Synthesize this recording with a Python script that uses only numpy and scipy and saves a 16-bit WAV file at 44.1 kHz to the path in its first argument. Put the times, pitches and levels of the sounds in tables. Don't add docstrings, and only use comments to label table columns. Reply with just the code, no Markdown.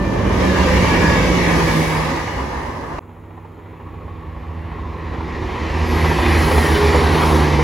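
import sys
import numpy as np
from scipy import signal
from scipy.fft import rfft, irfft, next_fast_len
from scipy.io import wavfile
from scipy.ndimage import uniform_filter1d, map_coordinates

SR = 44100
rng = np.random.default_rng(int(sys.argv[2]) if len(sys.argv) > 2 else 0)


def unload_wav(signal):
    wavfile.write(
        sys.argv[1],
        SR,
        np.round(np.clip(np.atleast_2d(signal).T, -1, 1) * 32767).astype(np.int16),
    )


N = 336483

CUT = 2.993
TRACK_M = 18
SPEED_A, SPEED_B = 41, 36
MIDDLE_A, MIDDLE_B = 1.183, 6.79
CAR_M, BOGIE_M = 23.5, 8


def amp(db):
    return 10 ** (np.asarray(db) / 20)


def unit(x):
    return x / np.sqrt(np.mean(np.abs(x) ** 2) + 1e-20)


def clock():
    return np.arange(N) / SR


def along(points, hz):
    f, v = np.transpose(points)
    return np.interp(np.log(hz + 1), np.log(f + 1), v)


def colour(points, hz):
    below = points[0][0] / (hz + 1)
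    above = hz / points[-1][0]
    outside = np.maximum(np.maximum(below, above), 1)
    return amp(along(points, hz)) / outside ** 10


def curve(rows):
    s, level = np.transpose(rows)
    return np.interp(clock(), s, level)


def wobble(rate):
    knots = rng.standard_normal(int(N * rate / SR) + 4)
    coarse = np.arange(0, N + 32, 32)
    smooth = map_coordinates(knots, [coarse * rate / SR])
    return np.interp(np.arange(N), coarse, smooth)


def filtered(x, response):
    m = next_fast_len(N + 8192)
    return irfft(rfft(x, m) * response(np.fft.rfftfreq(m, 1 / SR)), m)[..., :N]


def window(start, end, fade):
    inside = np.minimum(clock() - start, end - clock())
    return np.clip(inside / fade + .5, 0, 1)


def beam(loudest, span):
    return 1 / (1 + ((clock() - loudest) / span) ** 2) ** 2


def rush(spectrum, alike):
    def response(hz):
        turn = np.arccos(np.clip(along(alike, hz), 0, 1)) / 2
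        return colour(spectrum, hz) * np.array([np.cos(turn), np.sin(turn)])
    mid, side = filtered(rng.standard_normal((2, N)), response)
    return np.array([mid + side, mid - side]) / np.std(mid)


def pass_by(abreast, speed):
    ahead = speed * (abreast - clock())
    distance = np.hypot(ahead, TRACK_M)
    doppler = 1 + speed / 343 * ahead / distance
    return TRACK_M / distance, np.cumsum(doppler) / SR


def swell(middle, speed, db, fall, behind_m):
    cars = CAR_M * np.array([-1, 0, 1])
    bogies = np.add.outer(cars, BOGIE_M * np.array([-1, 1])).ravel()

    def power(ahead):
        return sum(1 / (TRACK_M ** 2 + (ahead + place) ** 2) for place in bogies)
    t = np.linspace(0, N / SR, 200)
    ahead = speed * (middle - t) + behind_m
    return np.interp(clock(), t, db + fall * 10 * np.log10(power(ahead) / power(0)))


def tone(hz, width_hz, time):
    drift = np.cumsum(width_hz / 2 * wobble(2 * width_hz + 2)) / SR
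    return np.exp(2j * np.pi * (hz * time + drift + rng.random()))


# (frequency [Hz], level [dB per Hz], relative)
AIR = [(100, 18.5), (2000, -4), (4500, -33), (7000, -15.5), (8500, -24), (11000, -16), (15500, -18)]
# (frequency [Hz], likeness [0-1])
ALIKE_B = [(80, .993), (350, .92), (750, .75), (1300, .66), (2000, .93), (2600, .995), (3300, 1)]


def still_air():
    return amp(-52.0) * rush(AIR, ALIKE_B)


def wheel_flat(turn_hz, first, decay):
    age = ((clock() - first) * turn_hz) % 1 / turn_hz
    rounded = uniform_filter1d(np.exp(-age / decay), size=90)
    kick = rounded * amp(3.2 * wobble(10))
    return kick - kick.mean()


def metallic(x, depth_db):
    hz, _, z = signal.stft(x, SR, nperseg=1024)
    field = rng.standard_normal(z.shape[1:])
    field = uniform_filter1d(field, size=2, axis=0)
    field = uniform_filter1d(field, size=12, axis=1)
    treble = np.clip(hz / 760 - 1, 0, 1)[:, None]
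    gain = amp(depth_db * unit(field) * treble)
    return signal.istft(z * gain, SR, nperseg=1024)[1][:, :N]


def rolling(middle, speed, layers, spectra, alike, flat, flutter_db, shades_db):
    shake = np.maximum(1 + flat, .1) * amp(flutter_db * wobble(35))
    shares = [.16, .45, 1, .4, .2, .35]
    roar = 0
    for layer, spectrum, share, shade_db in zip(layers, spectra, shares, shades_db):
        level_db = swell(middle, speed, *layer) + shade_db + 0.56 * wobble(9)
        roar = roar + amp(level_db) * shake ** share * rush(spectrum, alike)
    near = np.sqrt(pass_by(middle, speed)[0])
    return near * metallic(roar, depth_db=3.1) + (1 - near) * roar


def exhausts(engines, speed, orders, level_db, unsteady_hz, waver_db):
    cars = [(hz, db, *pass_by(abreast, speed)) for abreast, hz, db in engines]
    out = np.zeros(N)
    for multiple, order_db in orders:
        chord = sum(amp(db) * near ** 2 * tone(multiple * hz, unsteady_hz, time) for hz, db, near, time in cars)
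        power = np.abs(uniform_filter1d(np.abs(chord) ** 2, size=SR // 5))
        steady = chord.real * np.sqrt(2 / (power + 1e-12))
        out += amp(order_db + waver_db * wobble(11)) * steady
    return amp(level_db) * out


def from_right(x, lead_ms):
    half = lead_ms / 2000
    return filtered(x, lambda hz: np.exp(2j * np.pi * np.outer([-half, half], hz)))


def rail_song(rows):
    t, out = clock(), np.zeros(N)
    for hz, width_hz, db, start, end in rows:
        ring = (wobble(width_hz) + 1j * wobble(width_hz)) * np.exp(2j * np.pi * hz * t)
        out += amp(db) * window(start, end, fade=.2) * unit(ring.real)
    return out


def whines(rows, speed):
    out = np.zeros(N)
    for abreast, hz, width_hz, db, start, end in rows:
        note = np.sqrt(2) * tone(hz, width_hz, pass_by(abreast, speed)[1]).real
        out += amp(db + 1.8 * wobble(25)) * window(start, end, fade=.05) * note
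    return out


def gusts(rows, spectrum, alike):
    gain = sum(amp(db) * beam(s, span) for s, db, span in rows)
    return gain * rush(spectrum, alike)


# (time abreast [s], level before eddies and shading [dB], span [s])
NOSE = [(.68, -35.5, 0.93)]
# (frequency [Hz], level [dB per Hz], relative)
NOSE_RUSH = [(1300, 7), (2100, -1), (3000, 5), (4500, -6), (6400, -7), (8000, -22)]


def nose_rush(shade_db):
    eddies = amp(2.5 * wobble(70))
    return gusts(NOSE, NOSE_RUSH, ALIKE_A) * eddies * amp(shade_db)


# (time [s], frame pitch [Hz], thud level [dB], clank level [dB], crack level [dB])
KNOCKS = [(.842, 400, -20, -18, -26), (2.983, 600, -29, -23, -36), (3.375, 450, -45, -35.5, -56),
          (3.447, 450, -46, -35.5, -54), (3.802, 450, -46, -35.5, -56), (6.042, 420, -21, -13.5, -22.5),
          (6.113, 510, -24, -17.5, -28), (6.185, 470, -21, -17.5, -25), (6.255, 420, -24, -21, -21),
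          (6.512, 520, -13, -16.5, -21.5), (6.578, 370, -13.5, -13, -22.5), (6.944, 490, -8, -11.5, -26),
          (7.015, 460, -21, -13, -30), (7.148, 410, -15, -18, -22), (7.232, 540, -21, -14, -32),
          (7.588, 474, -11, -16, -29)]
# (frequency [Hz], level [dB per Hz], relative)
BOGIE = [(150, -6), (300, 0), (520, -2), (700, -8)]
CLANK = [(600, -11), (930, 8), (1400, -9.5)]
CRACK = [(1400, -4), (2000, 0.5), (3000, -5), (4500, -15), (8000, -26)]


def knocks(start, end):
    rings, thuds, clanks, cracks = np.zeros((4, N + SR))
    age = np.arange(SR // 4) / SR
    attack_s, t60 = .0022, .085

    def blow(db):
        return amp(db - 60 * age / t60) * (1 - np.exp(-age / attack_s))
    for s, frame_hz, thud_db, clank_db, crack_db in KNOCKS:
        if not start < s < end:
            continue
        at = slice(round(s * SR), round(s * SR) + len(age))
        rings[at] += blow(thud_db) * np.sqrt(2) * np.sin(2 * np.pi * frame_hz * age)
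        thuds[at] += blow(thud_db) * .7
        clanks[at] += blow(clank_db)
        cracks[at] += blow(crack_db)
    noisy = [(thuds, BOGIE), (clanks, CLANK), (cracks, CRACK)]
    return rings[:N] + sum(part[:N] * rush(spectrum, ALIKE_B) for part, spectrum in noisy)


# (level when abreast [dB], steepness of fall with distance [1 = plain], centre behind the train's middle [m])
ROLL_A = [(-20, 1.2, -22), (-20.5, 1.3, -12.5), (-24.5, 0.92, -1.5), (-27, 1.87, 0.5), (-34.5, 2.2, 1.5),
          (-43.5, 1.9, 1)]
# (frequency [Hz], level [dB per Hz], relative)
RUMBLE_A = [(18, -40), (30, -18), (42, -14.5), (56, -1.5), (75, -4.5), (110, -8.5), (140, -11.5),
            (205, -15), (260, -48)]
SLEEPERS_A = [(120, -33), (205, -15), (216, -0.5), (360, -1), (450, -4), (555, -1.5), (690, -13),
              (900, -60), (1520, -120)]
RAIL_A = [(410, -25), (690, -6), (936, 2), (1120, -2), (1220, -2), (1350, -15.5), (1450, -12.5),
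          (1880, -9.5), (3190, -120)]
WHEEL_A = [(850, -25), (1450, -8), (1720, 0.5), (2080, 0.5), (2290, -1.5), (2480, -6.5), (2840, -6),
           (3300, -14.5), (4290, -44), (7260, -120)]
HISS_A = [(2900, -11), (3300, 1.5), (4500, 0.5), (6200, -2), (7500, -10)]
SPRAY_A = [(7500, -2), (8500, -2), (10000, 2.5), (12000, -5), (15500, -10.5)]
# (frequency [Hz], likeness [0-1])
ALIKE_A = [(70, 0.98), (300, 0.93), (700, 0.36), (1100, 0.45), (2000, 0.3), (5000, 0.12), (7000, 0.34),
           (8500, 1)]
# (time [s], level at full share [dB]), and each layer's share [0-1]
SHADE_A = [(.28, -3.5), (.44, 0), (.9, 0.5), (1.5, -.5), (2.05, 1), (2.35, -0.5), (2.9, 0)]
SHADE_SHARES_A = [0, .3, .7, 1, 1, 1]
# (time abreast [s], firing rate [Hz], level against each other [dB])
ENGINES_A = [(.9, 86.2, 5.5), (1.45, 86.43, 6)]
# (multiple of the firing rate, level within the drone [dB])
ORDERS_A = [(2, -0.96), (3, -14), (4, -14), (6, -13)]
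# (time [s], level [dB])
DRONE_A = [(0, -28.5), (.49, -20.5), (1.8, -19), (2.14, -27), (2.34, -39)]
# (time abreast [s], level [dB], span [s])
INTAKES_A = [(.78, -46, 0.37), (1.78, -39, 0.31)]
# (time abreast [s], frequency [Hz], width [Hz], level [dB], from [s], until [s])
WHINES_A = [(0.606, 73, 1, -21, 0.45, 0.8), (.6, 73, 1, -30, 2.3, 2.6), (0.7, 510, 4, -26.5, 0.63, 0.8),
            (1.27, 505, 4, -27, 1.15, 1.35), (.9, 1605, 4, -37.5, -.1, .22),
            (.5, 1712, 30, -29.5, .44, .53), (.55, 1660, 25, -29.5, .54, .63),
            (1.7, 1525, 20, -27.5, .89, .96), (1.7, 1540, 25, -27.5, 1.01, 1.19),
            (2, 1590, 22, -31.5, 1.65, 1.76), (.8, 2810, 30, -37.5, .74, .88)]
# (frequency [Hz], width [knots/s], level [dB], from [s], until [s])
RAILS_A = [(1120, 27, -32, 0.91, 1.4), (2254, 16, -36.5, 0.85, 2.03), (2380, 15.6, -43, -2, 1.1),
           (873, 240, -38.5, 1.7, 2.7), (1934, 240, -35.5, 2.06, 2.33)]


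def first_train():
    flat = 0.17 * wheel_flat(turn_hz=18.0, first=0.27, decay=0.0049)
    spectra = [RUMBLE_A, SLEEPERS_A, RAIL_A, WHEEL_A, HISS_A, SPRAY_A]
    shades_db = np.outer(SHADE_SHARES_A, curve(SHADE_A))
    wheels = rolling(MIDDLE_A, SPEED_A, ROLL_A, spectra, ALIKE_A, flat, flutter_db=1.45, shades_db=shades_db)
    nose = nose_rush(shades_db[-1])
    drone = exhausts(ENGINES_A, SPEED_A, ORDERS_A, curve(DRONE_A), unsteady_hz=0.844, waver_db=0.5)
    intakes = gusts(INTAKES_A, SPRAY_A, ALIKE_A)
    details = intakes + whines(WHINES_A, SPEED_A) + rail_song(RAILS_A)
    return wheels + nose + from_right(drone, lead_ms=0.42) + details


def far_drone(hz, db, end):
    present = np.clip(end - clock(), 0, 1)
    return amp(db + wobble(3.12)) * present * np.sqrt(2) * tone(hz, 0.69, clock()).real


# (time [s], level [dB])
FRONT_FAN = [(5.1, -70), (5.39, -35), (5.69, -39), (5.91, -29.5), (6.12, -30), (6.18, -23), (6.29, -23.5),
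             (6.38, -34), (6.5, -70)]
MIDDLE_FAN = [(6.38, -70), (6.49, -29), (6.66, -27), (6.73, -32), (6.79, -19), (6.86, -18), (6.93, -23),
              (7.05, -24.5), (7.18, -36), (7.28, -28), (7.49, -29), (7.62, -70)]
# (time abreast [s], frequency [Hz], level curve)
FANS = [(6.55, 337, FRONT_FAN), (7.35, 383, MIDDLE_FAN)]


def fans(speed):
    out = np.zeros(N)
    for abreast, hz, level in FANS:
        note = np.sqrt(2) * tone(hz, 1, pass_by(abreast, speed)[1]).real
        out += amp(curve(level) + wobble(25)) * note
    return out


# (level when abreast [dB], steepness of fall with distance [1 = plain], centre behind the train's middle [m])
ROLL_B = [(-25, 1.12, -12), (-22.5, 1.57, 6.5), (-22.5, 1.75, 9), (-26, 2.2, 1), (-33, 3.05, 1.5),
          (-46, 2.6, 10)]
# (frequency [Hz], level [dB per Hz], relative)
RUMBLE_B = [(18, -40), (30, -20), (42, -5.5), (56, -1), (70, 1.5), (100, -4), (130, -11), (205, -14),
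            (260, -31)]
SLEEPERS_B = [(120, -46), (205, -6.5), (232, -2), (409, 0), (599, -7), (690, -19), (900, -43), (1520, -120)]
RAIL_B = [(410, -50), (690, -5), (808, -2), (971, 0.5), (1450, -12), (1880, -73), (3190, -120)]
WHEEL_B = [(850, -36), (1450, -23), (1540, -7), (1820, -3.5), (1910, -2), (2320, -7), (3300, -16.5),
           (4290, -25), (7260, -120)]
HISS_B = [(2900, -1.5), (3300, 0.5), (4200, 1.5), (5400, -2.5), (7500, -11.5)]
SPRAY_B = [(7500, -9), (8400, -8), (9500, 1), (10700, -1), (12000, -6.5), (15500, -13)]
# (time [s], level at full share [dB]), and each layer's share [0-1]
SHADE_B = [(3.7, -5.5), (3.95, 0.5)]
SHADE_SHARES_B = [1, .15, 0, 0, 0, 0]
# (time abreast [s], level [dB], span [s])
ROUGH_WHEELS = [(7.23, -22.5, 0.12)]
# (time abreast [s], firing rate [Hz], level against each other [dB])
ENGINES_B = [(6.7, 73.2, -8), (7.6, 73.4, 3), (8.25, 73.6, -4)]
# (level when abreast [dB], steepness of fall with distance [1 = plain], centre behind the train's middle [m])
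EXHAUST_B = [(-17, 1.39, 2.3), (-21.5, 1.52, 10.3)]
# (multiple of the firing rate, level within the sound [dB])
THROB_B = [(5 / 6, -12.5), (1, -1.6), (7 / 6, -16.5)]
ORDERS_B = [(3, -7.5), (4, -8)]
# (time [s], level [dB])
SCREEN_B = [(3.7, -14), (4.0, 1), (5.0, -1), (5.52, -14), (5.8, 1.5), (6.5, 0.5)]
# (time [s], level [dB])
HUM_B = [(3.0, -49.5), (3.7, -46.5), (4.4, -40), (5.2, -35), (5.55, -48), (5.8, -29), (6.1, -24.5),
         (6.27, -29), (6.45, -25.5), (6.8, -28.5), (7.1, -24), (7.6, -21)]
# (time abreast [s], level [dB], span [s])
INTAKES_B = [(6.02, -47, 0.2), (6.58, -34.5, 0.38), (7.28, -37, 0.2)]
# (time abreast [s], frequency [Hz], width [Hz], level [dB], from [s], until [s])
WHINES_B = [(6.7, 1815, 35, -28.5, 6.57, 6.7), (6.6, 10560, 130, -51, 5.87, 6.28),
            (6.6, 10560, 130, -45, 6.28, 6.8), (7.3, 10130, 150, -46.5, 6.84, 7.44)]
# (frequency [Hz], width [knots/s], level [dB], from [s], until [s])
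RAILS_B = [(1110, 80, -46, 3.8, 4.9), (1040, 150, -41, 4.7, 6.1)]


def second_train():
    depth = np.interp(clock(), [3.5, 5.8, 6.05], [.75, .65, .15])
    flat = depth * wheel_flat(turn_hz=14.2, first=3.376, decay=.012)
    spectra = [RUMBLE_B, SLEEPERS_B, RAIL_B, WHEEL_B, HISS_B, SPRAY_B]
    shades_db = np.outer(SHADE_SHARES_B, curve(SHADE_B))
    wheels = rolling(MIDDLE_B, SPEED_B, ROLL_B, spectra, ALIKE_B, flat, flutter_db=0.36, shades_db=shades_db)
    wheels = wheels + gusts(ROUGH_WHEELS, RAIL_B, ALIKE_B)
    firing_db, upper_db = [swell(MIDDLE_B, SPEED_B, *row) for row in EXHAUST_B]
    throb_db = firing_db + curve(SCREEN_B)
    throb = exhausts(ENGINES_B, SPEED_B, THROB_B, throb_db, unsteady_hz=0.532, waver_db=1.5)
    hum = exhausts(ENGINES_B, SPEED_B, [(2, 0)], curve(HUM_B), unsteady_hz=0.58, waver_db=0.5)
    buzz = sum(exhausts(cars, SPEED_B, [order], upper_db, unsteady_hz=.7, waver_db=2)
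               for cars, order in zip([ENGINES_B, ENGINES_B[-1:]], ORDERS_B))
    intakes = gusts(INTAKES_B, SPRAY_B, ALIKE_B)
    rails = (1 + flat / 2) * rail_song(RAILS_B)
    details = intakes + whines(WHINES_B, SPEED_B) + rails
    return wheels + throb + hum + buzz + fans(SPEED_B) + details + far_drone(hz=96.0, db=-40.0, end=5.8)


def scene():
    before = np.clip((CUT - clock()) / 0.0015, 0, 1)
    after = np.clip((clock() - CUT - .006) / 0.0067, 0, 1)
    first = first_train() + knocks(0, CUT)
    second = second_train() + knocks(CUT, N / SR)
    return before * first + after * second + still_air()


# (frequency [Hz], level [dB])
PORT_BALANCE = [(60, -1.7), (180, -2.8), (350, -2.4), (700, -.3), (1000, -1.5), (1500, 1), (2200, 0)]


def record(dry):
    turn_hz, period_hz, top_hz = 7100, 4050, 15850
    ceiling = .85

    def ports(hz):
        lag = 2 * np.pi * np.maximum(hz - turn_hz, 0) / period_hz
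        half = amp(along(PORT_BALANCE, hz) / 2) * np.exp(-1j * lag / 2)
        return np.array([half, 1 / half]) * (hz < top_hz)
    held = dry / (1 + np.abs(dry / ceiling) ** 8) ** (1 / 8)
    return filtered(held, ports)


dry = scene()
out = record(dry)
unload_wav(out)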